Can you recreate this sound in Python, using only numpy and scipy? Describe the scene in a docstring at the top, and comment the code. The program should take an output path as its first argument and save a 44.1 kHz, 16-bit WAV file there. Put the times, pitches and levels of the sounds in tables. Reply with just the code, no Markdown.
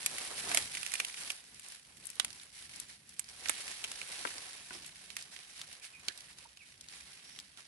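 """Dead leaves crackle and twigs snap at once, close to a phone held by the twigs, as a hand pushes through.
Leaves are swarms of random clicks, snaps are short noise bursts with a ring, dragged stems are coloured noise.
Rubbed stems, and one snapping twig's ring, are noise through one resonance; a thicker branch knocks now and
then in damped sine modes. The thicket scatters every crack as decaying noise; the shifting grip rumbles softly.
Behind lie faint outdoor air, made of low noise with hiss, and a distant bird in gliding sine notes."""
import sys
import numpy as np
from scipy import signal
from scipy.fft import rfft, irfft
from scipy.io import wavfile

SR = 44100
rng = np.random.default_rng(int(sys.argv[2]) if len(sys.argv) > 2 else 0)


def store_wav(level_fs):
    """Save 16-bit WAV to argv[1]."""
    pcm = np.round(np.clip(np.atleast_2d(level_fs), -1, 1) * 32767)
    wavfile.write(sys.argv[1], SR, pcm.T.astype(np.int16))


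N = 338351
TIME = np.arange(N) / SR

# faint outdoor air, spectrum before levelling: (f/Hz, density/dB per Hz)
AIR_SPECTRUM = [(20, -12), (40, -6.5), (60, 3.5), (95, -4), (160, 0), (260, -5.5), (420, -14),
                (1000, -25.5), (2200, -18.5), (4000, -28.5), (11000, -19)]
# distant bird notes, level before the echo mix and panning:
# (t/s, length/s, start f/Hz, end f/Hz, waver as a share of pitch, level/dB)
BIRD_NOTES = [(5.814, 0.017, 2500, 2300, .04, -53), (5.93, 0.041, 2620, 2310, 0.043, -49.5),
              (6.588, 0.049, 2860, 2080, 0.035, -54.5), (7.214, 0.19, 5380, 5800, 0.044, -57.5)]
# the phone shifts in the hand: (middle t/s, length/s, level/dB)
GRIP_SHIFTS = [(0.53, 0.38, -59.5), (2.275, 0.13, -64.5), (4.82, 0.22, -66), (7.297, 0.63, -75)]
# stems dragging over each other, spectrum before levelling: (f/Hz, density/dB per Hz)
STEM_SPECTRUM = [(40, -2), (100, -5), (250, -3.5), (370, -1.5), (480, 0), (750, -0.5), (1100, -0.5),
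                 (1800, -5), (4000, -40.5)]
# a rubbed stem, or at 0.549 s the ring of a snapping twig, sounds one resonance;
# level before the fade in and out: (middle t/s, length/s, f/Hz, level/dB)
RESONANCES = [(0.474, 0.11, 365, -51), (0.515, 0.035, 700, -41), (0.55, 0.019, 690, -37),
              (0.549, 0.00992, 2160, -27.5), (0.578, .03, 643, -40), (4.267, 0.038, 404, -53),
              (4.749, 0.044, 5400, -49), (4.761, 0.063, 353, -56), (6.104, 0.042, 1700, -49),
              (6.46, 0.019, 930, -53), (7.594, 0.024, 1390, -56)]
# blows on a thicker branch, relative strength: (t/s, level/dB)
BRANCH_BLOWS = [(0.5731, -58), (4.253, -40.5), (4.7081, -43.5), (6.0806, -46), (7.574, -58.5)]
# bending modes of that branch: (f/Hz, relative level/dB, t60/s)
BRANCH_MODES = [(275, -1, 0.08), (374, -2.5, 0.13), (550, -17, 0.036), (704, -4, 0.05), (972, -2, 0.059),
                (1474, 8.5, 0.033), (1720, -3, 0.022)]
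# twig snaps close by:
# (t/s, level/dB, brightness as top over middle band/dB, left minus right/dB, twig ring f/Hz)
TWIG_SNAPS = [(0.0614, -23.5, 8.5, 1, 2510), (0.183, -35.5, 1, -1, 2110), (0.515, -33, -4, -4, 1900),
              (0.5463, -23, 9.5, -5, 2200), (0.5729, -21.5, 2, -3.5, 2300), (0.5791, -33, 7, -0.5, 2000),
              (0.7504, -36.5, -2, -4, 2480), (0.7712, -36, -4, -4, 2260), (0.8305, -35, 0.5, -10, 2380),
              (0.8636, -34, 1, -9, 2540), (0.9188, -37, 4, -10, 2240), (0.938, -28, 3.5, -14, 2130),
              (0.954, -33.5, 0, -6, 2330), (0.9978, -38, -4, -5.5, 2090), (1.0005, -26.5, -5, -4, 2470),
              (1.0481, -32, 3, -4.5, 2520), (1.0975, -46, -16, -5.5, 2150), (1.1429, -41.5, -4, -0.5, 2500),
              (1.3025, -30, -1.5, -4.5, 2780), (1.317, -43, 21, -13, 4930), (1.5448, -52.5, 16, -1, 4590),
              (1.5957, -46, 10, 4, 2500), (1.6852, -47, 18, -5.5, 2200), (1.721, -46.5, 5, 2, 2100),
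              (1.9705, -53, 7, -17, 2820), (2.055, -41.5, 29, 11, 2100), (2.0689, -37.5, 32, 16, 2100),
              (2.1013, -41, 14, 6, 2430), (2.155, -49, 18, -7, 3830), (2.198, -22, -2.5, -9, 3100),
              (2.247, -31.5, 5, -1, 2440), (2.3042, -44.5, 1, -11, 4400), (2.329, -47.5, 7, 2, 4540),
              (2.398, -50, -12, -2.5, 4080), (2.76, -44.5, 21, 5, 4960), (2.7997, -36, 22, 4, 3370),
              (3.092, -49.5, 21, 2, 4930), (3.194, -29, 16, -9, 2300), (3.4575, -36, -21, -7, 2080),
              (3.4858, -32.5, 8, -19, 4660), (3.495, -23, 5.5, -5.5, 1840), (3.8408, -34, 0, -1, 2800),
              (3.845, -35, -7, -1.5, 2970), (3.916, -37, 6, -0.5, 2370), (4.015, -36.5, -10, -8, 2500),
              (4.2514, -30, -17, 7, 1610), (4.2731, -40, -16, -1, 2480), (4.7073, -44, -15, 3.5, 1700),
              (4.845, -49.5, -10, -2.5, 2940), (4.862, -44.5, 23, 6, 3960), (5.1028, -43, -4, -16, 3050),
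              (5.1665, -34, 1.5, -5.5, 2540), (5.2115, -47, 6, 0, 4890), (5.2244, -44, 13, -2, 4800),
              (5.3632, -43.5, -10, -11, 2980), (5.615, -39.5, 0, 0, 3650), (5.728, -47, 14, 0.5, 3700),
              (6.0831, -28.5, -4.5, -7, 3720), (6.176, -46, 13, -7, 4400), (6.2059, -47.5, 9, -5.5, 4670),
              (6.385, -48, 5, -1, 4630), (6.572, -50.5, -3, -4.5, 2900), (6.8096, -46.5, 14, 0.5, 4900),
              (6.886, -46.5, 6, -0.5, 4800), (7.3889, -42, 2, 0.5, 3700), (7.3998, -45.5, 9, 4, 4740),
              (7.5733, -49, 3, -4.5, 3550)]
# low, middle, upper and top band of a snap: (lower f/Hz, upper f/Hz)
SNAP_RANGES = [(250, 1200), (1200, 3200), (3200, 7000), (7000, 11800)]
# dry leaves, spectrum before crispness and levelling: (f/Hz, density/dB per Hz)
LEAF_SPECTRUM = [(300, -28.5), (800, -10), (1200, -11), (1650, -3), (2190, -1.5), (3260, -4), (4600, 0),
                 (7000, -3.5), (8500, -1.5), (9900, 3), (11000, -2.5), (12000, -20.5)]
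# how much louder the left port hears the rustle: (f/Hz, left minus right/dB)
LEFT_OVER_RIGHT = [(300, 1), (1100, -1), (2050, -9), (3700, -5), (6600, -1.5), (11500, 1)]
# strokes of the hand through the twigs, levels at the start before easing and the rustle's trims:
# (start t/s, length/s, leaf rustle level/dB, scrape of stems relative to the leaves/dB)
HAND_STROKES = [(-0.02, .69, -43, -13.5), (0.096, 0.22, -44, -9.5), (0.349, 0.26, -39.5, -13.5),
                (0.473, .1, -36, -20), (0.692, 0.31, -43, -21), (0.925, 0.11, -46, -14.5),
                (1.038, 0.29, -47, -16), (1.155, 0.12, -44.5, -16), (1.343, 0.33, -57, -17),
                (1.622, .13, -53.5, -16.5), (1.836, 0.17, -61, -11.5), (2.02, .44, -53, -18),
                (2.148, .11, -58, -3), (2.519, 0.14, -52, -23), (2.677, 0.15, -52, -15),
                (2.873, 0.025, -48, -21), (3.074, 0.24, -59.5, -19), (3.272, 0.33, -52.5, -17),
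                (3.378, 0.041, -52, -6.5), (3.429, 0.36, -42.5, -16.5), (3.812, 0.24, -46, -13.5),
                (4.066, 0.26, -43.5, -12.5), (4.328, 0.24, -46.5, -12.5), (4.58, 0.21, -51.5, -18),
                (4.707, 0.044, -50, -9), (4.808, 0.52, -53.5, -17), (5.149, 0.057, -48.5, -18),
                (5.299, 0.26, -52, -16.5), (5.54, 0.2, -50.5, -16), (5.808, .04, -49, -25),
                (5.878, 0.075, -59.5, -11), (6.021, 0.29, -54, -14), (6.353, 0.074, -53.5, -12.5),
                (6.602, 0.32, -62, -16), (6.88, 0.13, -51.5, -22), (7.037, 0.17, -54, -16),
                (7.218, 0.2, -55.5, -18.5), (7.56, 0.037, -54.5, -16)]

# microphone: longest delay between its two ports, and the edge of its top
PORT_LAG_S, TOP_HZ = 0.00044, 11450
# each stroke takes hold, eases off as the twigs give way, and the leaves settle after it
GRIP_S, EASE_DB_PER_S, SETTLE_DB_PER_S = 0.027, 5.5, 164
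# the thicket stirs faintly between strokes
REST_LEAF_DB, REST_STEM_DB = -62, -78
# crispness is top over middle; brittle dead leaves come first, softer ones further on
START_CRISP_DB, SOFTEN_DB_PER_S = 0, 0.6
# a thinner twig than usual rings higher and cracks with more upper band; a thicker one adds body
USUAL_RING_HZ = 2150
UPPER_DB, UPPER_DB_PER_OCTAVE, UPPER_SHARE_OF_BRIGHTNESS = -6.5, 12.5, 0.25
BODY_DB, BODY_DB_PER_OCTAVE = -20, 52


def undb(db):
    """Decibels to gain."""
    return 10 ** (np.asarray(db) / 20)


def unit(x):
    """Scale to rms 1."""
    return x / np.sqrt(np.mean(x ** 2) + 1e-20)


def pan(left_over_right_db):
    """Gains of the left and right port for a level difference in dB."""
    return undb([[left_over_right_db / 2], [-left_over_right_db / 2]])


def add(out, s, sound):
    """Mix a stereo sound in at time s."""
    start = max(int(s * SR), 0)
    out[:, start:start + sound.shape[1]] += sound[:, :N - start]


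def band(x, lo_hz, hi_hz, order=3):
    """Causal band-pass."""
    edges = [lo_hz, min(hi_hz, 0.48 * SR)]
    return signal.sosfilt(signal.butter(order, edges, "band", fs=SR, output="sos"), x)


def colour(x, points, size=2048):
    """Causal minimum-phase filter through (f/Hz, level/dB) points, built from the cepstrum."""
    hz, db = np.transpose(points)
    grid = np.maximum(np.arange(size // 2 + 1) * SR / size, 1)
    level_db = np.interp(np.log(grid), np.log(hz), db)
    cepstrum = irfft(np.log(undb(level_db)))
    # folding the cepstrum onto positive time makes the filter causal
    cepstrum[1:size // 2] *= 2
    cepstrum[size // 2 + 1:] = 0
    response = irfft(np.exp(rfft(cepstrum)))
    return signal.oaconvolve(x, response[None], axes=1)[:, :x.shape[1]]


def walk(rate):
    """Random wander with a spread near 1, through `rate` random knots a second."""
    knots = rng.standard_normal(2048)
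    return np.interp(TIME * rate, np.arange(len(knots)), knots)


def pair(shared, pan_db, size=N):
    """Stereo noise with a share of its power common to both ports."""
    common, *own = rng.standard_normal((3, size))
    shared = np.clip(shared, 0, 1)
    ports = np.sqrt(shared) * common + np.sqrt(1 - shared) * np.array(own)
    return ports * pan(pan_db)


def air():
    """Low outdoor rumble with a faint hiss, as coloured noise whose level wanders."""
    noise = unit(colour(pair(shared=0.95, pan_db=-0.5), AIR_SPECTRUM))
    return noise * undb(-69.0 + 3.9 * walk(rate=6.5))


def woods(x, t60, size=22050):
    """Diffuse echoes from surrounding bushes and trunks: noise that dies 60 dB in t60 seconds."""
    t = np.arange(size) / SR
    noise = band(rng.standard_normal((2, size)), 180, 5000, order=1)
    tail = noise * undb(-60 * t / t60) * (1 - np.exp(-t / 0.0021))
    return signal.oaconvolve(x, unit(tail) / np.sqrt(size), axes=1)[:, :N]


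def bird():
    """Short wavering sine notes from far off to the right, with echoes."""
    out = np.zeros((2, N))
    for s, length, start_hz, end_hz, waver, db in BIRD_NOTES:
        size = int(length * SR)
        glide_hz = np.linspace(start_hz, end_hz, size)
        hz = glide_hz * (1 + waver * walk(rate=1100)[:size])
        note = np.sin(2 * np.pi * np.cumsum(hz) / SR) * np.sqrt(np.hanning(size))
        add(out, s, undb(db) * note * undb([[-4.0], [2.5]]))
    return 0.86 * out + 0.48 * woods(out, t60=0.22)


def handling(lo_hz=50, hi_hz=260):
    """Dull noise rumble that swells and fades as the grip on the phone shifts."""
    swells = np.zeros(N)
    for s, length, db in GRIP_SHIFTS:
        swells += undb(db) * np.exp(-(2 * (TIME - s) / length) ** 2)
    rumble = band(pair(shared=0.88, pan_db=-4.0), lo_hz, hi_hz, order=2)
    return unit(rumble) * swells


def stems(level_db):
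    """Stems drag over each other in small dull slips, as noise of fluttering level."""
    slips = pair(shared=0.56, pan_db=-0.5) * undb(3.2 * walk(rate=61))
    return unit(colour(slips, STEM_SPECTRUM)) * undb(level_db)


def resonances(width=0.029):
    """Noise drives one damped resonance: a stem in stick and slip, or at 0.549 s a snapping twig's ring."""
    out = np.zeros((2, N))
    for s, length, hz, db in RESONANCES:
        size = int(length * SR)
        drive = pair(shared=0.22, pan_db=-8.5, size=16384)
        # keep the end, where the resonance has built up
        ring = band(drive, hz * (1 - width), hz * (1 + width), order=1)[:, -size:]
        add(out, s - length / 2, unit(ring) * np.hanning(size) * undb(db))
    return out


def knocks(size=8192):
    """A struck branch rings in its damped bending modes, a little differently at each blow."""
    out = np.zeros((2, N))
    t = np.arange(size) / SR
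    hz, mode_db, t60 = np.transpose(BRANCH_MODES)[:, :, None]
    for s, db in BRANCH_BLOWS:
        detune, left, right = rng.standard_normal((3, len(BRANCH_MODES), 1))
        tones = np.sin(2 * np.pi * hz * (1 + 0.016 * detune) * t)
        modes = undb(mode_db) * tones * undb(-60 * t / t60)
        ports = [(modes * undb(2.0 * port)).sum(0) for port in (left, right)]
        add(out, s, undb(db - 8.0) * np.array(ports))
    return out


def crack(side, break_s, scatter_s, scatter_db, size=2048):
    """Fibres break in a burst, nearer port first (side -1 right, 1 left); twigs and hand scatter it."""
    t = np.arange(size) / SR
    # one fibre sets off the next, so the burst takes a moment to peak
    burst = unit(rng.standard_normal(size) * np.sqrt(t) * np.exp(-t / break_s))
    scatter_shape = np.exp(-t / scatter_s) * (1 - np.exp(-t / (2 * break_s)))
    scatter = unit(rng.standard_normal((2, size)) * scatter_shape)
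    heard = burst + undb(scatter_db) * scatter
    lags = (np.clip([-side, side], 0, 1) * PORT_LAG_S * SR).astype(int)
    return np.array([np.pad(port, (lag, 0))[:size] for port, lag in zip(heard, lags)])


def twig_colour(bright_db, ring_hz):
    """Gains of a snap's low, middle, upper and top band, from the twig's thickness and brightness."""
    thin_octaves = np.log2(ring_hz / USUAL_RING_HZ)
    low_db = BODY_DB + BODY_DB_PER_OCTAVE * max(-thin_octaves, 0)
    upper_db = UPPER_DB + UPPER_DB_PER_OCTAVE * thin_octaves + UPPER_SHARE_OF_BRIGHTNESS * bright_db
    return undb([low_db, 0, upper_db, bright_db])


def snaps(ring_width=0.18):
    """A twig breaks: a sub-millisecond crack whose colour and ring depend on its thickness."""
    out = np.zeros((2, N))
    attack = int(0.006 * SR)  # levels are set over the first 6 ms
    for s, db, bright_db, pan_db, ring_hz in TWIG_SNAPS:
        side = np.clip(pan_db / 4, -1, 1)
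        sound = crack(side, break_s=0.00038, scatter_s=0.003, scatter_db=-1.0)
        # dry wood rings for a few milliseconds
        ring = band(sound, ring_hz * (1 - ring_width), ring_hz * (1 + ring_width), order=1)
        sound = sound + 1.94 * ring
        gains = twig_colour(bright_db, ring_hz)
        coloured = np.zeros_like(sound)
        for k, (lo_hz, hi_hz) in enumerate(SNAP_RANGES):
            part = band(sound, lo_hz, hi_hz, order=2)
            part_rms = np.sqrt(np.mean(part[:, :attack] ** 2))
            # neighbouring bands meet in opposite phase, so their signs alternate
            coloured += (-1) ** k * gains[k] * part / part_rms
        port_rms = np.sqrt(np.mean(coloured[:, :attack] ** 2, axis=1, keepdims=True))
        add(out, s, coloured / port_rms * undb(db) * unit(pan(pan_db)))
    return out


def swarm(rate, spread_db):
    """Random clicks, `rate` a second, many small and a few large, at rms 1."""
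    count = int(max(rate, 1) * N / SR)
    place, size, sign = rng.random((8000, 3))[:count].T
    sizes = undb(spread_db * np.minimum(-np.log(size + 1e-9), 3.5))
    return unit(np.bincount((place * N).astype(int), sizes * np.sign(sign - 0.5), N))


def leaves(level_db, crisp_db, rate, spread_db, scatter_s, count):
    """Each dry leaf crackles in fits of clicks, with its own place and its own papery colour."""
    out = np.zeros((2, N))
    for side in np.linspace(-1.3, 1.0, count):
        response = crack(side, break_s=0.00025, scatter_s=scatter_s, scatter_db=0.0)
        own_colour = np.column_stack([np.geomspace(1000, 12000, 7), 2.5 * rng.standard_normal(7)])
        clicks = swarm(rate, spread_db) * undb(2.56 * walk(rate=32))
        out += signal.oaconvolve(clicks[None], unit(colour(response, own_colour)), axes=1)[:, :N]
    out = colour(out, LEAF_SPECTRUM)
    # thin brittle leaves add top, soft brushing takes it away
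    top = signal.sosfiltfilt(signal.butter(2, 6500, "high", fs=SR, output="sos"), out)
    crisp = undb(crisp_db)
    out = unit(out - top) + unit(top) * crisp
    # hold the loudness steady as the crispness changes
    return unit(out / np.hypot(1, crisp)) * undb(level_db)


def hand():
    """Leaf and stem levels in dB: strokes rise, ease off and die away, and overlaps add in power."""
    leaf, stem = undb(REST_LEAF_DB) ** 2, undb(REST_STEM_DB) ** 2
    for start, length, db, scrape_db in HAND_STROKES:
        age = np.maximum(TIME - start, 0)
        ease_db = EASE_DB_PER_S * np.minimum(age, length)
        settle_db = SETTLE_DB_PER_S * np.maximum(age - length, 0)
        rise = np.minimum(age / GRIP_S, 1)
        power = (rise * undb(db - ease_db - settle_db)) ** 2
        leaf = leaf + power
        stem = stem + power * undb(scrape_db) ** 2
    return 10 * np.log10(leaf), 10 * np.log10(stem)


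def scene():
    """The thicket close by, the bird and the air behind it."""
    leaf_db, stem_db = hand()
    # bent twigs catch and let go, so the whole rustle flutters a little
    leaf_db = leaf_db + 1.1 * walk(rate=28)
    crisp_db = START_CRISP_DB - SOFTEN_DB_PER_S * TIME
    sliding = leaves(leaf_db - 1.04, crisp_db, rate=125, spread_db=3.3, scatter_s=0.0051, count=26)
    # lone, sharper ticks come as bent leaves spring back and the smallest twigs break
    tick_db = -60 + 0.87 * (leaf_db - np.mean(leaf_db))
    settling = leaves(tick_db, crisp_db, rate=6, spread_db=3.8, scatter_s=0.003, count=12)
    rustle = sliding + settling + stems(stem_db)
    left = colour(rustle[[0]], [(hz, db / 2) for hz, db in LEFT_OVER_RIGHT])
    right = colour(rustle[[1]], [(hz, -db / 2) for hz, db in LEFT_OVER_RIGHT])
    near = np.vstack([left, right]) + snaps() + knocks() + resonances() + handling()
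    return near + undb(-20) * woods(near, t60=0.086) + bird() + air()


def record(dry):
    """The phone's microphone drops the deepest bass and cuts the top steeply."""
    dry = signal.sosfilt(signal.butter(3, 48, "high", fs=SR, output="sos"), dry)
    return signal.sosfilt(signal.ellip(8, 0.3, 65, TOP_HZ, fs=SR, output="sos"), dry)


dry = scene()
out = record(dry)
store_wav(out)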